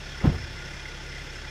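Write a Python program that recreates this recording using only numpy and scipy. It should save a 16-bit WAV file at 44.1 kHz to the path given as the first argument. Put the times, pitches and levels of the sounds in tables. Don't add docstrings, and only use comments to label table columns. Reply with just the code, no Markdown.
import sys
import numpy as np
from scipy import signal
from scipy.fft import rfft, irfft
from scipy.io import wavfile

SR = 44100
rng = np.random.default_rng(int(sys.argv[2]) if len(sys.argv) > 2 else 0)


def undo_db(level):
    steps = np.asarray(level, float) / 20
    return 10 ** steps


def master(y):
    cut = np.clip(np.atleast_2d(y).T, -1, 1)
    pcm = np.round(cut * 32767)
    wavfile.write(sys.argv[1], SR, pcm.astype(np.int16))


N = 66150
TIME = np.arange(N) / SR


def rms_one(x):
    return x / np.sqrt(np.mean(x ** 2) + 1e-20)


def drift(rate):
    r = np.exp(-80 * np.pi * rate / SR)
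    slow = signal.lfilter([1], [1, -2 * r, r * r], rng.standard_normal(N // 40 + 2002))
    slow = slow[2000:]
    return np.interp(np.arange(N) / 40, np.arange(len(slow)), rms_one(slow - slow.mean()))


def resonate(x, hz, width_hz):
    r = np.exp(-np.pi * width_hz / SR)
    return signal.lfilter([1, 0, -1], [1, -2 * r * np.cos(2 * np.pi * hz / SR), r * r], x + 1e-18)


def banded_noise(colour, patchy_db):
    hz, db = np.transpose(colour)
    bin_hz = np.arange(N // 2 + 1) * SR / N
    tint = undo_db(np.interp(np.log(bin_hz + 1), np.log(hz), db))
    noise = irfft(rfft(rng.standard_normal((2, N))) * tint, N)
    together = drift(14.0)
    edges = 180 * 2 ** np.arange(0, 6.7, 1 / 3)
    out = 0
    for k, (low, high) in enumerate(zip(edges, edges[1:])):
        sos = signal.butter(2, [low, high], "band", fs=SR, output="sos")
        band = signal.sosfilt(sos, noise[k % 2])
        out = out + undo_db(patchy_db * (.5 * together + drift(10.3))) * band
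    return rms_one(out)


def swell(s, half_s):
    return np.exp(-((TIME - s) / half_s) ** 2)


def burst(s, db, hz, half_s):
    return undo_db(db) * swell(s, half_s) * np.cos(2 * np.pi * hz * (TIME - s))


def ringing(modes, s):
    rise_s = 0.0026
    after = np.maximum(TIME - s, 0)
    tones = sum(undo_db(db - 60 * after / t60) * np.sin(2 * np.pi * hz * after) for hz, db, t60 in modes)
    return (1 - np.exp(-after / rise_s)) * tones


# (time [s], rate [firings per s])
FIRING_RATE = [(0, 34.3), (.6, 33.95), (1.0, 33.85), (1.5, 33.55)]


def firings(lag_s):
    first_firing_s = .009
    s, rate = np.transpose(FIRING_RATE)
    count = np.cumsum(np.interp(TIME, s, rate)) / SR
    return count - rate[0] * (first_firing_s + lag_s)


# (time [s], level [dB])
BURN_STRENGTH = [(0, 4), (.2, -1.0), (.5, 1), (.73, 3.5), (.8, -1.5), (.9, 0), (1.0, 1.5), (1.1, 3),
                 (1.22, 1.5), (1.3, 3), (1.4, -1), (1.5, 0)]


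def burn_db():
    return np.interp(TIME, *np.transpose(BURN_STRENGTH))


# (multiple of the firing rate, rms level [dB], wander [dB], crest 1 or dip -1)
THROB_TONES = [(1, -44.3, .5, 1), (2, -45.8, 1.2, 1), (4, -52, 1.5, -1), (5, -61, 2.0, -1)]


def throb():
    out = 0
    for multiple, db, wander_db, way in THROB_TONES:
        level_db = db + wander_db * drift(9.2)
        if multiple > 2:
            level_db = level_db + burn_db()
        tone = np.sqrt(2) * np.cos(2 * np.pi * multiple * firings(0))
        out = out + way * undo_db(level_db) * tone
    return out


# (pitch [Hz], width [Hz], rms level [dB])
SILENCER_CHAMBERS = [(14, 14, -67), (52, 18, -59), (86, 22, -60), (115, 26, -54.5), (148, 30, -57.5),
                     (165, 25, -60), (230, 14, -65), (325, 35, -59), (372, 20, -61), (412, 20, -65),
                     (480, 60, -62), (580, 30, -65)]


def puffs():
    spread, jitter_s, turbulence = .6, .003, .8
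    at = np.flatnonzero(np.diff(np.floor(firings(0))))
    out = 0
    for hz, width_hz, db in SILENCER_CHAMBERS:
        chance = rng.standard_normal((60, 2))[:len(at)]
        shift = (jitter_s * SR * chance[:, 0]).astype(int)
        kicks = np.zeros(N)
        kicks[np.clip(at + shift, 0, N - 1)] = 1 + spread * chance[:, 1]
        drive = rms_one(kicks) + turbulence * rng.standard_normal(N)
        ring = resonate(resonate(drive, hz, width_hz), hz, 3 * width_hz)
        out = out + undo_db(db) * rms_one(ring)
    return out * undo_db(burn_db())


# (pitch [Hz], level [dB per Hz])
HISS_COLOUR = [(250, -5.5), (500, -3), (1050, -7), (1800, -2), (4000, -10.5), (5600, -8.5), (8000, -21.5),
               (15000, -38)]
# (pitch [Hz], width [Hz], rms level [dB])
SINGING_HOLLOWS = [(870, 30, -62), (1430, 50, -55), (1545, 35, -59), (1735, 35, -59), (2000, 300, -55),
                   (2420, 50, -59), (2750, 170, -60), (3350, 350, -55), (4500, 80, -66), (5085, 45, -65),
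                   (5292, 42, -57), (5890, 60, -69), (6550, 50, -72), (10870, 45, -84)]


def hiss():
    hiss_db, hiss_pulse_db, patchy_db, lag_s = -44.5, .7, .8, -0.0013
    sing_db, sing_pulse_db, flicker_db = 2.16, 2.5, 1.3
    pulse = np.cos(2 * np.pi * firings(lag_s))
    out = undo_db(hiss_db + hiss_pulse_db * pulse) * banded_noise(HISS_COLOUR, patchy_db)
    for hz, width_hz, db in SINGING_HOLLOWS:
        gas = rng.standard_normal(N)
        tone = rms_one(resonate(resonate(gas, hz, width_hz), hz, 1.67 * width_hz))
        out += undo_db(db + sing_db + sing_pulse_db * pulse + flicker_db * drift(14.0)) * tone
    return out


# (time [s], peak level [dB], pitch [Hz])
WATER_SPITS = [(.177, -38, 2000), (.207, -36, 2040), (.295, -39, 2050), (.428, -41, 1980),
               (.487, -41, 1980), (.580, -38, 2050), (.607, -39, 2050), (.737, -36, 2050),
               (.797, -41, 2050), (.858, -33, 2060), (.888, -36, 2050), (1.005, -39, 2000),
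               (1.110, -38, 2050), (1.140, -35, 2030), (1.169, -34, 2000), (1.200, -36, 2050),
               (1.452, -38, 2000)]


def spits():
    half_s = .0036
    return sum(burst(s, db, hz, half_s) for s, db, hz in WATER_SPITS)


# (time [s], level [dB], half-length [s])
SEAL_PUFFS = [
    (.258, -55, .006),
    (.274, -62, .01),
    (.330, -60, .007),
    (.354, -61, .016),
]


def seal_hiss():
    sos = signal.butter(1, [9000, 15000], "band", fs=SR, output="sos")
    air = signal.sosfilt(sos, rng.standard_normal(N))
    return air * sum(undo_db(db) * swell(s, half_s) for s, db, half_s in SEAL_PUFFS)


# (time [s], level [dB], rise [s], fall [s])
RATTLE_SHAKES = [
    (0.221, -39, 0.008, 0.023),
    (0.247, -32.5, 0.0097, 0.019),
    (0.263, -35.5, 0.0056, 0.01),
    (.279, -37, 0.0072, 0.025),
    (.300, -44.5, 0.0078, 0.017),
    (0.33, -43, 0.0084, 0.013),
    (.350, -39, 0.01, 0.028),
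]
# (pitch [Hz], level [dB per Hz])
RATTLE_TINT = [(200, -4), (450, 0), (750, -8), (1200, -9), (2000, -16), (3200, -22), (6000, -42),
               (15000, -65)]


def rattle():
    shake = 0
    for s, db, rise_s, fall_s in RATTLE_SHAKES:
        rise = np.exp(-((TIME - s) / rise_s) ** 2)
        fall = np.exp(-np.maximum(TIME - s, 0) / fall_s)
        shake = shake + undo_db(db) * np.where(TIME < s, rise, fall)
    return shake * banded_noise(RATTLE_TINT, 0.67)


# (pitch [Hz], level [dB], time to fall 60 dB [s])
DOOR_SKIN = [(400, -35.5, 0.1), (510, -31.5, 0.25), (768, -32.5, .14), (900, -31, 0.077), (1042, -29, 0.12),
             (1273, -37, 0.18), (655, -47, 0.15)]


def skin_ring():
    return ringing(DOOR_SKIN, .243)


# (pitch [Hz], level [dB], time to fall 60 dB [s])
BODY_PANELS = [(61.2, -41, .5), (82.4, -35, 0.65), (98.9, -32, 1.14), (166.9, -33.5, 0.45),
               (244.5, -38.5, 0.55), (350, -32, 0.23)]


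def panel_boom():
    return ringing(BODY_PANELS, .285)


# (time [s], peak level [dB], pitch [Hz], half-length [s], push 1 or pull -1, in part)
SLAM_BLOWS = [(.2460, -12, 158, 0.0041, -0.98), (0.247, -20, 67, 0.011, -0.68), (.2568, -14, 275, .0045, 1),
              (.2525, -26.5, 350, 0.0026, 0.74), (.2660, -8, 113, 0.0026, 0.38),
              (0.278, -8, 132.4, 0.0057, 0.99), (0.286, -17.5, 57, 0.014, -0.71),
              (0.2923, -10.5, 111, 0.0036, 0.57), (.3000, -17, 191, .004, 0.99),
              (0.319, -11, 81, 0.0075, -0.31), (0.349, -20.5, 115, 0.0033, 0.68),
              (0.3627, -24, 85, 0.0091, 0.96), (0.407, -35, 99, 0.0047, 0.74),
              (0.4405, -29.5, 91, 0.011, -0.8), (0.475, -38, 75.5, 0.019, 0.39)]


def slam_blows():
    return sum(way * burst(s, db, hz, half_s) for s, db, hz, half_s, way in SLAM_BLOWS)


def door():
    return seal_hiss() + rattle() + skin_ring() + panel_boom() + slam_blows()


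def scene():
    return (throb() + puffs() + hiss() + spits() + door())[None]


def roll_off(x):
    return signal.sosfilt(signal.butter(12, 15180, fs=SR, output="sos"), x)


def record(dry):
    return roll_off(dry)


dry = scene()
out = record(dry)
master(out)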